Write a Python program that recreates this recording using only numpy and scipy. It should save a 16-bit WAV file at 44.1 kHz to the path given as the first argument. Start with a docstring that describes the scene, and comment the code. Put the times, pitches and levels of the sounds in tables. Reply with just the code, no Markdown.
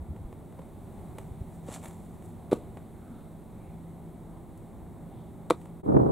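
"""First a wavering far hum and low rumble over an open field, with soft wind thumps and small taps of cleats and glove.
A pitcher's shoes scuff the dirt mound; the ball pops in the catcher's mitt, and the return throw smacks into
the pitcher's own glove, nearer by. At the end a strong gust buffets the microphone.
Filtered noise makes the field, wind and cloth; gliding sines the hum and eddies; sparse grains the dirt;
decaying noise cracks and short pressure swings the catches."""
import sys
import numpy as np
from scipy import signal
from scipy.fft import rfft, irfft, next_fast_len
from scipy.io import wavfile
from scipy.ndimage import uniform_filter1d, map_coordinates

SR = 44100
rng = np.random.default_rng(int(sys.argv[2]) if len(sys.argv) > 2 else 0)


def wrap_up_sound(samples):
    """Save the sound to the file named by the first command line argument, as 16-bit audio."""
    columns = np.atleast_2d(samples).T
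    # keep every value between -1 and 1, then stretch to whole-number steps
    tamed = np.clip(columns, -1, 1)
    steps = np.round(tamed * 32767).astype(np.int16)
    wavfile.write(sys.argv[1], SR, steps)


N = 269627
T = np.arange(N) / SR  # time [s]


def undb(db):
    """Decibels to gain."""
    return 10 ** (np.asarray(db) / 20)


def unit(x):
    """Scale to rms 1."""
    return x / np.sqrt(np.mean(x ** 2))


def colour(x, points, tilt_db=0):
    """Filter by (frequency [Hz], level [dB]) points, tilted about 2 kHz by tilt_db per octave."""
    octave = np.log2(np.maximum(np.arange(len(x) // 2 + 1) * SR / len(x), 1))
    hz, db = np.transpose(points)
    below = np.maximum(np.log2(hz[0]) - octave, 0)
    above = np.maximum(octave - np.log2(hz[-1]), 0)
    # beyond the outer points the curve falls 24 dB per octave
    shape = np.interp(octave, np.log2(hz), db) + tilt_db * (octave - 11) - 24 * (below + above)
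    return irfft(rfft(x) * undb(shape), len(x))


def white():
    """White noise, padded to a length that transforms fast."""
    return rng.standard_normal(next_fast_len(N, True))


def noise(points):
    """Coloured noise of rms 1."""
    return unit(colour(white(), points)[:N])


def walk(rate):
    """Random drift with a spread near 1, heading for a new value `rate` times a second."""
    knots = rng.standard_normal(4096)
    return 1.2 * map_coordinates(knots, [T * rate], order=1, mode="wrap")


def bump(at, length):
    """A smooth swell around one moment."""
    return np.exp(-np.minimum(((T - at) / length) ** 2, 50))


def swell(at, rise, fall):
    """Grows exponentially up to one moment, then dies away."""
    return np.exp(-np.minimum(np.maximum((at - T) / rise, (T - at) / fall), 50))


def stereo(mid, side=0):
    """Left and right from mid and side."""
    return np.array([mid + side, mid - side])


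def add(out, at, sound):
    """Mix a short sound in at a time."""
    i = int(at * SR)
    out[i:i + len(sound)] += sound[:N - i]


def burst(points, t60, tilt_db, rise=0.00072, grain_db=3):
    """A grainy crack of noise that dies away; evened out in pitch so that only the material colours it."""
    t = np.maximum(T[:8192] - .0005, 0)
    envelope = undb(-60 * t / t60) * (1 - np.exp(-t / rise))
    # fibres and grains give way one after another, about a millisecond each
    grains = undb(grain_db * np.repeat(rng.standard_normal(256), 32))
    spectrum = rfft(rng.standard_normal(len(t)) * grains * envelope)
    spectrum /= np.sqrt(uniform_filter1d(np.abs(spectrum) ** 2, size=70))
    crack = colour(irfft(spectrum), points, tilt_db)[:6000]
    # same energy as the envelope, whatever the colour
    return crack * np.sqrt(np.sum(envelope ** 2) / np.sum(crack ** 2))


def surroundings(x, t60, wet_db, width):
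    """Scatter from fences and the shelter: a thin tail, a little different at each ear."""
    t = T[:SR // 2]
    fade = undb(-60 * t / t60) * np.minimum(t / .012, 1)
    tails = rng.standard_normal((2, len(t))) * fade / np.sqrt(np.sum(fade ** 2))
    mid, side = (signal.fftconvolve(x, tail)[:N] for tail in tails)
    return undb(wet_db) * stereo(mid, width * side)


# stereo width of the open field: (frequency [Hz], side minus mid [dB])
FIELD_WIDTH = [(60, -0.5), (110, -12.5), (200, -11), (700, -11), (1300, -6), (4400, -48.5), (8000, -19),
               (13000, 4)]


def bed(points):
    """Steady stereo noise, wide in the deep bass and the top."""
    hz, db = np.transpose(points)
    width_hz, width_db = np.transpose(FIELD_WIDTH)
    side_points = np.transpose([hz, db + np.interp(np.log(hz), np.log(width_hz), width_db)])
    mid = colour(white(), points)[:N]
    side = colour(white(), side_points)[:N]
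    return stereo(mid, side) / np.std(mid)


# colour of the distant traffic: (frequency [Hz], level [dB])
RUMBLE_COLOUR = [(12, -41), (20, -7.5), (43, -6), (103, -1.5), (136, -4.5), (166, -1), (190, -5.5),
                 (220, -4.5), (270, -9), (377, -10), (463, -17), (793, -16.5), (1700, -37.5), (2210, -37.5),
                 (3740, -120)]
# colour of the rustle: (frequency [Hz], level [dB])
RUSTLE_COLOUR = [(880, -12), (1500, -32), (1640, -7), (2160, -3.5), (2340, -4.5), (2970, -8), (3660, -4.5),
                 (4040, -7.5), (4330, -10.5), (5020, -17), (6630, -11.5), (8240, -3.5), (9470, -5.5),
                 (15100, -10.5), (16000, -9.5)]
# lines of the far machine, before the lull and the wavering: (frequency [Hz], peak level [dB])
HUM_LINES = [(166.5, -49.5), (216.5, -56), (333, -63.5), (384, -62)]
# one slow swell of breeze lifts the background
BREEZE_PEAK_S, BREEZE_RISE_S, BREEZE_FALL_S = 0.96, 0.48, 2.93
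RUMBLE_DB, RUMBLE_SWELL_DB = -46.5, 1.5  # in still air, and the lift at the peak
RUSTLE_DB, RUSTLE_SWELL_DB = -70.5, 4
HUM_WAVER, HUM_FADE_DB = 0.00598, 2.5  # share of the pitch; spread of the level
HUM_ARRIVES_S, HUM_LULL_DB = 1.35, -7  # the hum grows from a lull as the breeze carries it in
DIP_S = 5.827


def field():
    """Distant traffic and rustle swell with the breeze; a far machine's hum wavers on it."""
    breeze = swell(BREEZE_PEAK_S, BREEZE_RISE_S, BREEZE_FALL_S)
    rumble = bed(RUMBLE_COLOUR) * undb(RUMBLE_DB + RUMBLE_SWELL_DB * breeze + 0.56 * walk(5.04))
    rustle = bed(RUSTLE_COLOUR) * undb(RUSTLE_DB + RUSTLE_SWELL_DB * breeze)
    lull_db = HUM_LULL_DB * np.maximum(1 - T / HUM_ARRIVES_S, 0)
    hum = 0
    for hz, db in HUM_LINES:
        phase = 2 * np.pi * np.cumsum(hz * (1 + HUM_WAVER * walk(8.04))) / SR
        hum = hum + undb(db + lull_db + HUM_FADE_DB * walk(2.976)) * np.sin(phase)
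    # the level dips briefly before the gust
    dip = 1 - .9 * bump(DIP_S, .016)
    balance = undb([[-.3], [.3]])  # the rumble leans right
    return (rumble * balance + rustle + stereo(hum)) * dip


# eddies nudging the microphone: (time [s], level [dB], length [s], centre frequency [Hz])
EDDY_THUMPS = [(0.013, -34, 0.023, 79.6), (0.11, -30, 0.018, 80.3), (0.205, -37, 0.028, 90.2),
               (0.256, -30.5, 0.011, 54.2), (1.033, -40, 0.017, 65), (1.32, -31, 0.0089, 65.7),
               (1.416, -27, 0.0078, 62)]
EDDY_OCTAVE_DB = -11  # smaller whirls an octave above each eddy


def eddies():
    """Light wind thumps both microphone ports alike: short low tones of wobbling pitch."""
    out = 0
    wobble = np.cumsum(undb(1.155 * walk(60))) / SR  # time that runs unevenly
    for at, db, length, hz in EDDY_THUMPS:
        phase = 2 * np.pi * hz * wobble
        whirl = np.sin(phase) + undb(EDDY_OCTAVE_DB) * np.sin(2 * phase)
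        out = out + undb(db) * bump(at, length) * whirl
    return stereo(out)


# faint swishes of cloth and turf: (time [s], level [dB], length [s], centre frequency [Hz])
SOFT_RUBS = [(1.233, -73, .06, 8500), (1.55, -69, 0.037, 8500), (3.09, -66, 0.16, 1370),
             (3.13, -47, 0.085, 247), (3.197, -77.5, 0.12, 3700), (3.673, -72, .1, 2300),
             (5.2, -74.5, 0.11, 3500), (5.61, -71.5, 0.07, 8500)]


def swishes():
    """Soft rubs as the players shift and walk: swells of noise around one pitch."""
    out = 0
    for at, db, length, hz in SOFT_RUBS:
        band = [(hz * 0.57, -18), (hz, 0), (hz * 1.37, -18)]
        out = out + undb(db) * bump(at, length) * noise(band)
    return stereo(out)


# small knocks of cleats and glove: (time [s], level [dB], tilt [dB/octave])
TAPS = [(.161, -44, -2), (.326, -38, -3), (.523, -47, -2), (.591, -33.5, -6.5), (.617, -47, -1),
        (1.183, -32.5, 0), (1.686, -28, -7), (2.222, -51, 1), (2.770, -34, -3), (4.574, -54, 6),
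        (5.613, -47.5, 0.5), (5.655, -43, -.5)]
# colour of a knock: (frequency [Hz], level [dB])
TAP_COLOUR = [(170, -8.5), (500, 2), (1000, -2), (1500, -13), (2100, -11), (3800, -20.5), (5200, -30.5),
              (8000, -18), (15000, -29)]
TAP_T60_S = 0.026


def knocks():
    """Short taps of cleats and glove: brief noise bursts, scattered by the surroundings."""
    out = np.zeros(N)
    for at, db, tilt_db in TAPS:
        add(out, at, undb(db) * burst(TAP_COLOUR, TAP_T60_S, tilt_db, rise=0.00073))
    return stereo(out) + surroundings(out, t60=0.27, wet_db=-9.5, width=0.26)


def grit(points, spread_db, tilt_db=0):
    """Dense grains of unequal size and random sign, coloured to rms 1."""
    present, sign, size = rng.random((3, next_fast_len(N, True)))
    weight = undb(-spread_db * np.log(np.maximum(size, .005)))  # few large grains, many small
    grains = (present < .12) * np.sign(sign - .5) * weight
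    return unit(colour(grains, points, tilt_db)[:N])


# shoes on the mound (heel lands, sole slides, back toe drags, leg swings through):
# (time [s], crunch level [dB], dust level [dB], dust tilt [dB/octave], rise [s], fall [s])
MOUND_SCUFFS = [(1.689, -50.5, -56.5, 0, 0.02, 0.032), (1.741, -45, -44.5, 1, 0.021, 0.019),
                (1.845, -45, -52, 11, 0.013, 0.038), (2.255, -74, -62.5, 10, .022, 0.043)]
# colour of the crunching dirt: (frequency [Hz], level [dB])
DIRT_COLOUR = [(250, 7), (800, 14.5), (1400, 2), (2200, -0.5), (2900, -7), (3700, -2.5), (5100, -21),
               (7500, -4), (11000, -14), (15500, -24)]
# colour of the sprayed dust: (frequency [Hz], level [dB])
DUST_COLOUR = [(2000, -4), (4000, -5), (5200, -9), (6200, -3.5), (7500, 3), (10000, -3.5), (14000, -18)]
SETTLE_DB, SETTLE_S = -14.5, 0.18  # thrown dust falls back
SLIP_HZ, SLIP_DB = 258.6, 4.5  # the sole catches and slips every few milliseconds


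def shoes():
    """Each scuff crunches into the mound and sprays loose dirt, which then settles."""
    dig, dust = 0, 0
    for at, crunch_db, dust_db, tilt_db, rise, fall in MOUND_SCUFFS:
        push = swell(at, rise, fall)
        thrown = np.maximum(push, undb(SETTLE_DB) * swell(at, rise, SETTLE_S))
        dig = dig + undb(crunch_db) * push
        dust = dust + undb(dust_db) * thrown * grit(DUST_COLOUR, spread_db=3.0, tilt_db=tilt_db)
    slip = undb(SLIP_DB * walk(SLIP_HZ) - 1)
    crunch = dig * slip * grit(DIRT_COLOUR, spread_db=4.5)
    # the dust follows the slipping only half as far in dB
    direct = stereo(crunch + dust * np.sqrt(slip))
    return direct + surroundings(crunch, t60=0.18, wet_db=-8, width=0.19)


# colour of the gust common to both ports: (frequency [Hz], level [dB])
GUST_MID_COLOUR = [(15, -50), (25, -21), (63, -13), (141, 0), (262, -4), (298, -1), (541, -12.5),
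                   (737, -18), (1110, -27), (2750, -68.5), (4160, -63), (4610, -84), (8150, -71),
                   (12000, -77), (15600, -102), (22000, -120)]
# colour of the gust opposed between the ports: (frequency [Hz], level [dB])
GUST_SIDE_COLOUR = [(15, -67), (25, -37), (82, -18.5), (119, -16), (157, 0.5), (192, -4.5), (298, -4.5),
                    (334, -3.5), (410, -0.5), (980, -16.5), (1380, -28), (2690, -64.5), (6000, -65),
                    (7800, -108), (13200, -120)]
# sharp buffets inside the gust: (time [s], lift in level [dB])
GUST_BUFFETS = [(5.892, 2.5), (5.903, 2), (5.948, 5), (5.968, 9), (6.019, 5)]
BUFFET_S = 0.0049
# the gust swells from a low start, then slowly sags
GUST_START_S, GUST_ATTACK_S, GUST_RISE_DB, GUST_SAG_DB_PER_S = 5.83, 0.064, 24.5, 4.5
GUST_MID_DB, GUST_SIDE_DB, FLUTTER_DB = -24.5, -22, 2


def wind():
    """The strong gust pushes the two ports partly together, partly in opposition, in uneven buffets."""
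    age = np.maximum(T - GUST_START_S, 0)
    rise_db = -GUST_RISE_DB * np.maximum(1 - age / GUST_ATTACK_S, 0)
    force = undb(rise_db - GUST_SAG_DB_PER_S * age) * np.minimum(age / .004, 1)
    flutter = uniform_filter1d(walk(140), size=64)
    lift_db = sum(db * bump(at, BUFFET_S) for at, db in GUST_BUFFETS)
    buffet = undb(FLUTTER_DB * flutter + lift_db)
    mid = undb(GUST_MID_DB) * noise(GUST_MID_COLOUR) * buffet
    side = undb(GUST_SIDE_DB) * noise(GUST_SIDE_COLOUR) * buffet
    gust = force * stereo(mid, side) * undb([[-.7], [.7]])  # leans right
    # the hardest pushes are rounded off and stay dull
    rounded = .6 * np.tanh(gust / .6)
    return signal.sosfilt(signal.butter(2, 3200, fs=SR, output="sos"), rounded)


def puff(hz, rise, ring):
    """A pressure swing that builds and fades within a few cycles, centred 0.1 s in."""
    u = (T[:SR // 5] - .1) * hz
    return np.sin(2 * np.pi * u) * np.exp(-(u / np.where(u < 0, rise, ring)) ** 2)


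def contact(at, hz, cycles):
    """The puff of air that one contact squeezes out, centred 0.8 cycle after it."""
    out = np.zeros(N)
    add(out, at + .8 / hz - .1, puff(hz, rise=.65, ring=cycles))
    return out


# ball caught in leather, first the catcher's mitt, then the pitcher's glove:
# (first touch [s], ball seats [s], rub level [dB], rub t60 [s], glance frequency [Hz], glance level [dB],
#  pocket puff level [dB], puff frequency [Hz], ring [cycles], palm slap level [dB], slap frequency [Hz],
#  crack level [dB], crack t60 [s], crack tilt [dB/octave], rebound gap [s], loss per rebound [dB])
LEATHER_CATCHES = [(2.5125, 2.5284, -44.5, .1, 420, -15, -6, 383, 0.37, -24, 855, -37, 0.034, 5, 0.00856, 17),
                   (5.5, 5.506, -28.5, 0.036, 643, -26, -9, 453, 0.9, -11.5, 1040, -14.5, 0.012, 0, 0.00592, 4)]
# colour of the leather: (frequency [Hz], level [dB])
LEATHER_COLOUR = [(550, -13), (1150, 4.5), (1750, -9.5), (2350, -6.5), (2800, -14), (3900, -7.5),
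                  (4400, -16), (5100, -23), (6700, -22.5), (7700, -16), (10000, -22), (15500, -41)]
RUB_TILT_DB = 3  # per octave
GLANCE_SHARE = .37  # of the way from first touch to seating, the ball glances off the pocket's side
GLANCE_CRACK_DB, GLANCE_T60_S, GLANCE_TILT_DB = -30, 0.036, -5  # tilt per octave
GLANCE_CYCLES, SLAP_CYCLES = 0.95, 1
REBOUND_PITCH, REBOUND_CYCLES = 0.91, 0.67  # the pocket rings a little lower as it slackens


def catches():
    """The ball rubs along the leather, glances, seats with a crack and a puff of air, and rebounds twice."""
    air, crack = np.zeros(N), np.zeros(N)
    for (touch, seat, rub_db, rub_t60, glance_hz, glance_db, puff_db, puff_hz, cycles, slap_db, slap_hz,
         crack_db, crack_t60, tilt_db, gap, loss_db) in LEATHER_CATCHES:
        glance = touch + GLANCE_SHARE * (seat - touch)
        add(crack, touch, undb(rub_db) * burst(LEATHER_COLOUR, rub_t60, RUB_TILT_DB))
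        add(crack, glance, undb(GLANCE_CRACK_DB) * burst(LEATHER_COLOUR, GLANCE_T60_S, GLANCE_TILT_DB))
        add(crack, seat, undb(crack_db) * burst(LEATHER_COLOUR, crack_t60, tilt_db))
        air += undb(glance_db) * contact(glance, glance_hz, GLANCE_CYCLES)
        air += undb(puff_db) * contact(seat, puff_hz, cycles)
        air += undb(slap_db) * contact(seat, slap_hz, SLAP_CYCLES)
        for k in (1, 2):
            rebound = contact(seat + k * gap, puff_hz * REBOUND_PITCH, REBOUND_CYCLES)
            air += undb(puff_db - k * loss_db) * rebound
    # the leather's treble scatters more readily than the low puff
    ground = surroundings(air + undb(4.5) * crack, t60=0.13, wet_db=-20.0, width=0.35)
    # the catcher crouches before the shelter, so his pop rings on and comes back off its wall
    is_mitt = T < 4
    mitt = (air + undb(4) * crack) * is_mitt
    shelter = surroundings(mitt, t60=0.52, wet_db=-18.5, width=0.071)
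    echo = np.roll(crack * is_mitt, shift=int(0.026 * SR))
    wall = surroundings(echo, t60=0.033, wet_db=-16.5, width=0.12)
    # a crack three samples late widens the direct sound
    direct = stereo(air + crack, 0.14 * np.roll(crack, shift=3))
    return direct + ground + shelter + wall


def scene():
    """Everything heard from behind the mound."""
    return field() + eddies() + swishes() + knocks() + shoes() + wind() + catches()


TOP_HZ = 15700


def record(dry):
    """The camera cuts the top with a steep low-pass."""
    return signal.sosfilt(signal.ellip(10, .1, 70, TOP_HZ, fs=SR, output="sos"), dry)


dry = scene()
out = record(dry)
wrap_up_sound(out)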